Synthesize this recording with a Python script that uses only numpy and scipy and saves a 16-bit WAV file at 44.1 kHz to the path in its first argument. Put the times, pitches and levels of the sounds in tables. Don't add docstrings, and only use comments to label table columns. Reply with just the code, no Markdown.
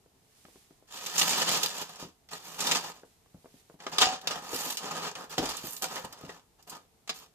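import sys
import numpy as np
from scipy import signal
from scipy.fft import rfft, irfft
from scipy.io import wavfile

SR = 44100
rng = np.random.default_rng(int(sys.argv[2]) if len(sys.argv) > 2 else 0)


def log_audio(samples):
    frames = np.atleast_2d(samples).T
    limited = np.clip(frames, -1, 1)
    pcm = np.round(limited * 32767).astype(np.int16)
    wavfile.write(sys.argv[1], SR, pcm)


N = 323694
TIME = np.arange(N) / SR


def undb(db):
    return 10 ** (np.asarray(db) / 20)


def unit(x):
    return x / np.sqrt(np.mean(x ** 2) + 1e-20)


def contour(points, f):
    hz, value = np.transpose(points)
    return np.interp(np.log(f + 1), np.log(hz), value)


def colour(x, db_of, size=4096):
    f = np.arange(size // 2 + 1) * SR / size
    cepstrum = irfft(np.log(undb(db_of(f)) + 1e-7))
    cepstrum[1:size // 2] *= 2
    cepstrum[size // 2 + 1:] = 0
    response = irfft(np.exp(rfft(cepstrum)))
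    return signal.fftconvolve(x, response)[:len(x)]


def butter(x, hz, kind, order=2):
    return signal.sosfilt(signal.butter(order, hz, kind, fs=SR, output="sos"), x)


def through(x, response):
    return signal.oaconvolve(x, response[None], axes=1)[:, :x.shape[1]]


def fade(t, t60):
    return np.exp(-np.log(1000) * t / max(t60, 1e-3))


def walk(rate):
    knots = rng.standard_normal(4096)
    return np.interp(TIME * rate, np.arange(len(knots)), knots)


def add(track, s, sound):
    i = max(int(s * SR), 0)
    track[:, i:i + sound.shape[-1]] += sound[..., :N - i]


def two_sides(draw, apart_hz):
    mid, side = draw(), draw()
    side = .3 * side + .7 * butter(side, apart_hz, "high", order=1)
    return np.array([mid + side, mid - side]) / np.sqrt(2)


def burner(level_db=-67, flutter_db=1):
    # pitch_hz [Hz], level_db [relative dB per Hz]
    flame = [(15, -29), (25, -10), (49, -5), (167, -7), (344, -13), (438, -9), (529, -18.5), (709, -13.5),
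             (1460, -24.5), (7280, -26), (13800, -29.5), (15000, -39)]

    def noise():
        return colour(rng.standard_normal(N), lambda f: contour(flame, f))

    rush = undb(level_db) * unit(two_sides(noise, 800))
    flutter = undb(flutter_db * walk(39))
    return rush + butter(rush, 600, "low", order=1) * (flutter - 1)


def knocks(rattle=0.078, count=12000):
    # [Hz, scales the thud's band and sets the rattle's cycle]
    blows = [(.061, -51, 500), (0.165, -59, 380), (.451, -43, 345), (.453, -38.5, 1920),
             (0.485, -46.5, 400), (0.558, -46, 378), (0.708, -47, 396), (0.825, -49.5, 400),
             (2.027, -32, 290), (3.034, -40.5, 534), (3.261, -53, 597), (3.345, -40, 256),
             (3.445, -43.5, 330), (3.458, -41, 580), (3.542, -46.5, 250), (3.699, -39.5, 536),
             (3.742, -44.5, 295), (4.532, -29, 433), (4.665, -32, 500), (5.38, -20.5, 460),
             (5.386, -43, 53.6), (5.392, -32, 423), (5.429, -23, 484), (5.64, -33.5, 270),
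             (6.043, -39, 194), (6.237, -34.5, 265), (6.284, -45, 203)]
    rattle_cycles, rattle_db, doubling_db = 30, -40, 11
    out = np.zeros((2, N))
    for s, db, hz in blows:
        t60 = rattle_cycles / hz * 2 ** ((db - rattle_db) / doubling_db)
        blow = rattle * rng.standard_normal(count) * fade(TIME[:count], t60)
        blow[0] -= 1
        thud = butter(blow, [hz * 0.51, hz * 1.11], "band", order=1)
        thud = butter(thud, hz * 2.8, "low")
        add(out, s, undb(db) * thud / np.abs(thud).max())
    return out


def brushing(brush_db=1, per_s=9000):
    # start_s [s], level_db [dB before brush_db]
    touches = [
        [(0.15, -83), (0.38, -66), (0.586, -64.5), (0.776, -74.5), (0.85, -86)],
        [(3.05, -68), (3.24, -77.5), (3.602, -65), (3.636, -72.5), (3.75, -69.5)],
    ]
    ticks = rng.standard_normal((2, N)) * (rng.random((2, N)) < per_s / SR)
    grain = unit(butter(ticks, [1500, 9500], "band", order=1))
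    gain = np.zeros(N)
    for touch in touches:
        gain += undb(np.interp(TIME, *np.transpose(touch), left=-120, right=-120))
    return grain * undb(brush_db) * gain


def facet(ring_t60=.004, ring_db=-1, mode_db=8, cycles=50, bounce_t60=.042, bounce_db=2.5, count=2600):
    t = TIME[:count]
    ring = rng.standard_normal(count) * fade(t, ring_t60)
    ring *= undb(ring_db) / np.linalg.norm(ring)
    ring[0] += 1
    for hz in np.geomspace(450, 11000, 5) * 2 ** rng.uniform(-.55, .55, 5):
        decay = fade(t, cycles / hz)
        ring += undb(mode_db) * 2 * np.sin(2 * np.pi * hz * t) * decay / decay.sum()
    paths = two_sides(lambda: rng.standard_normal(count), 1800) * fade(t, bounce_t60) * (t > .0004)
    paths *= undb(bounce_db) / np.linalg.norm(paths[0])
    paths[:, 0] += 1
    tick = signal.fftconvolve(paths, ring[None], axes=1)[:, :count]
    return tick / np.linalg.norm(tick[0])


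def sheet(lowest_hz=125, count=4096):
    # pitch_hz [Hz], level_db [relative dB per Hz]
    foil = [(35, -42.5), (60, -5.5), (174, -14), (339, -11.5), (938, 1.5), (1490, -4.5), (2710, 9.5),
            (6530, -11.5), (11600, -17.5), (14000, -9.5), (15000, -17.5)]
    # pitch_hz [Hz], width_hz [Hz], level_db [dB added]
    hollow = [(166.4, 30, 11.5), (221, 110, 12.5), (415, 137, 8), (720, 45, 5.5), (1088, 190, -1.5),
              (1244, 48, 7), (2180, 34, -12), (2437, 1800, -13.5), (3710, 330, -2), (4920, 165, 5),
              (5800, 990, 4), (6950, 1500, 7)]

    def radiation_db(f):
        peaks = sum(db / (1 + (2 * (f - hz) / width) ** 2) for hz, width, db in hollow)
        return contour(foil, f) + peaks

    x = colour(signal.unit_impulse(count), radiation_db)
    body_hz, sizzle_hz = 1650, 8500
    crackle = butter(butter(x, body_hz, "high", order=4), sizzle_hz, "low", order=4)
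    body = butter(butter(x, body_hz, "low", order=5), lowest_hz, "high")
    sizzle = butter(x, sizzle_hz, "high", order=5)
    return [r / np.linalg.norm(r) for r in (crackle, body, sizzle)]


def swarm(per_s, spread_db, clump_db, shift_db, count):
    clump = clump_db * walk(90)
    out = np.zeros((2, N))
    for _ in range(count):
        at = rng.random(N) < per_s / count / SR
        size_db = spread_db * np.minimum(rng.exponential(size=N), 3.5)
        size_db = size_db + clump + shift_db * walk(14)
        flips = np.zeros(N)
        flips[at] = undb(size_db[at]) * rng.choice([-1, 1], N)[at]
        out += signal.oaconvolve(flips[None], facet(), axes=1)[:, :N]
    return unit(out)


def creases(count=640):
    out = np.zeros((2, N))
    for s, size in rng.random((count, 2)):
        tick = facet(mode_db=14, cycles=70, bounce_t60=.032, bounce_db=1)
        add(out, s * N / SR, (.2 + size ** 3) * tick)
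    return unit(out)


def push(start, length, ease=.12):
    shortest_catch_s, strain_db_per_s, relax_db_per_s = .016, 24, 270.5
    past = TIME - start - length
    catch = np.clip((TIME - start) / max(shortest_catch_s, ease * length), 0, 1)
    return catch * undb(np.minimum(strain_db_per_s * past, -relax_db_per_s * past))


def crinkle():
    # [fine sizzle relative to crackle, dB]
    pushes = [(0.869, 0.47, -38, -7, -7.5), (1.149, 0.1, -32, -10, -5), (1.236, .19, -31, -5.5, -10.5),
              (1.459, 0.12, -30, -5, -10.5), (1.608, 0.053, -34, -8, -8.5), (1.698, .13, -40.5, -4.5, -7),
              (1.878, 0.072, -50, -2.5, -9), (1.983, 0.035, -45, -4.5, -10), (2.304, 0.068, -45, -3, -7.5),
              (2.416, 0.18, -49, -3.5, -3), (2.574, 0.2, -34, -4, -10.5), (2.819, 0.056, -43.5, -0.5, -7.5),
              (2.911, 0.064, -59.5, -1.5, -7), (3.786, 0.19, -56, 3, -9.5),
              (3.916, 0.041, -42.5, -0.5, -16), (3.997, 0.028, -22.5, -7.5, -20),
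              (4.044, 0.09, -38.5, 0.5, -22), (4.222, 0.043, -60, 9.5, -10.5),
              (4.278, 0.084, -45.5, 5.5, -8.5), (4.408, 0.14, -48.5, 0.5, -6),
              (4.512, 0.19, -38.5, -4.5, 0), (4.772, 0.3, -40.5, 2, -12), (5.142, 0.089, -52, 7.5, -7),
              (5.29, .04, -45, -2.5, -8), (5.362, 0.17, -40, -2.5, -10), (5.536, 0.14, -47, -4.5, -4),
              (5.638, 0.13, -52, -2, 10), (5.813, 0.031, -37.5, -1.5, -6.5),
              (5.887, 0.11, -44.5, 2.5, -6.5), (6.029, 0.023, -50, 5.5, -5), (6.11, .15, -57.5, 4, -9),
              (6.272, 0.078, -57, 3.5, -8), (6.581, 0.021, -68.5, 2, -10), (6.666, 0.028, -58.5, 4.5, 0),
              (6.703, .05, -54, 4, -8), (7.137, .014, -47, -9, -3), (7.195, 0.026, -57, -3, -7)]
    fine = swarm(per_s=1500, spread_db=0.5, clump_db=2.0, shift_db=-1.5, count=10)
    single = creases()
    shares = (.65, .45, .75)
    ranges = [through(unit(fine + share * single), r) for share, r in zip(shares, sheet())]
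    power = np.zeros((3, N))
    for start, length, db, body_db, sizzle_db in pushes:
        gains = undb([db, db + body_db, db + sizzle_db])
        power += np.outer(gains, push(start, length)) ** 2
    return sum(sound * np.sqrt(p) for sound, p in zip(ranges, power))


def snaps(snap_db=9, run_db=3, body_db=-15, sizzle_db=-15, follow_per_s=1800, tilt_per_octave=0.44, count=6000):
    # [s, half the 60 dB decay of the clicks]
    folds = [(1.0622, -23.5, 6, .011), (1.1803, -11.5, 3.5, 0.023), (1.193, -12.5, 7, 0.02),
             (1.214, -8.5, -2, 0.02), (1.2937, -13.5, 7, 0.12), (1.516, -13.5, 6, 0.075),
             (1.6326, -14.5, 7, 0.009), (2.2887, -36, -6.5, 0.021), (2.605, -17, 6.5, 0.037),
             (2.6694, -15, 4.5, 0.043), (2.7132, -8.5, -1.5, 0.016), (2.7504, -15, 0.5, 0.021),
             (3.8024, -37.5, -13.5, 0.013), (3.866, -23, -14.5, 0.017), (3.984, -7.5, -2.5, 0.011),
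             (4.0132, -10, 0, 0.0053), (4.0234, -10.5, -14, 0.038), (4.2142, -34, 1, 0.0083),
             (4.2726, -12.5, -3, 0.0083), (4.3108, -20.5, -6, 0.057), (4.7014, -35, 14, 0.018),
             (4.771, -18.5, 4.5, 0.039), (5.048, -28, -15, 0.024), (5.1534, -26, -4.5, 0.023),
             (5.305, -36, 6, .02), (5.3817, -15, -1.5, 0.03), (5.457, -20, 0.5, 0.0093),
             (5.491, -28, 7, 0.018), (5.568, -31, 16, 0.0061), (5.7653, -33, 13, 0.0074),
             (5.822, -24.5, 16.5, 0.018), (5.9661, -25.5, -12.5, 0.039), (6.126, -36, 11.5, 0.0059),
             (6.2936, -30.5, -13, 0.013), (6.6264, -53, 17, 0.0044), (6.697, -33, 13, .016),
             (7.0756, -30, -4, 0.027), (7.0936, -15.5, -6.5, 0.013)]
    neighbours = 4
    shape = (neighbours, count)
    out = np.zeros((2, N))
    crackle, body, sizzle = sheet(lowest_hz=295)
    for s, db, bright, length in folds:
        hits = rng.random(shape) < follow_per_s / neighbours / SR
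        runs = rng.standard_normal(shape) * hits * fade(TIME[:count], 2 * length)
        runs *= undb(run_db) / (np.linalg.norm(runs) + 1e-9)
        runs[:, 0] += 1 / neighbours ** .75
        clicks = 0
        for run in runs:
            patch = facet(mode_db=-7, cycles=24, bounce_t60=0.047, bounce_db=4)
            clicks = clicks + signal.fftconvolve(run[None], patch, axes=1)
        crack = colour(crackle, lambda f: tilt_per_octave * bright * np.log2(np.clip(f, 1650, 8500) / 3700))
        response = crack + undb(body_db - bright) * body + undb(sizzle_db + bright) * sizzle
        add(out, s, undb(db + snap_db) * through(clicks, response))
    return out


def pan(damping=2.4, count=30000):
    # start_s [s], level_db [dB]
    bumps = [(4.014, -25), (4.07, -25), (4.273, -59), (5.382, -35), (5.822, -37), (7.094, -47.5)]
    # [s, before damping]
    modes = [(754, 0, .6), (969, -11, .45), (1238, -10, .25), (2562, -11, .25), (2832, -11, .25),
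             (3741, -12, .2), (4743, -16, .2), (5534, -11, .15)]
    out, t = np.zeros((2, N)), TIME[:count]
    for s, db in bumps:
        buzz = undb(2 * walk(130)[:count])
        ring = np.zeros(count)
        for hz, mode_db, t60 in modes:
            ring += undb(db + mode_db) * np.sin(2 * np.pi * hz * t) * fade(t, t60 / damping)
        add(out, s, buzz * ring)
    return out


def surroundings(x, tail_db=-12, tail_t60=0.15, count=16000):
    t = TIME[:count]
    tail = two_sides(lambda: rng.standard_normal(count), 580)
    tail = butter(tail, 6200, "low", order=1) * fade(t, tail_t60) * (t > .005)
    return x + undb(tail_db) * signal.oaconvolve(x, tail / np.linalg.norm(tail[0]), axes=1)[:, :N]


def scene():
    # [left minus right, dB]
    balance = [(100, 1.5), (450, 2), (1050, -1.5), (2000, 2), (3200, 2), (4900, .5), (6500, -6),
               (9000, -8.5), (14500, -8)]
    left_lag = 4
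    left, right = surroundings(knocks() + brushing() + crinkle() + snaps() + pan())
    left = np.pad(left, (left_lag, 0))[:N]
    left = colour(left, lambda f: contour(balance, f) / 2)
    right = colour(right, lambda f: -contour(balance, f) / 2)
    return np.array([left, right]) + burner()


def record(dry):
    return signal.sosfilt(signal.ellip(10, .2, 70, 14650, fs=SR, output="sos"), dry)


dry = scene()
out = record(dry)
log_audio(out)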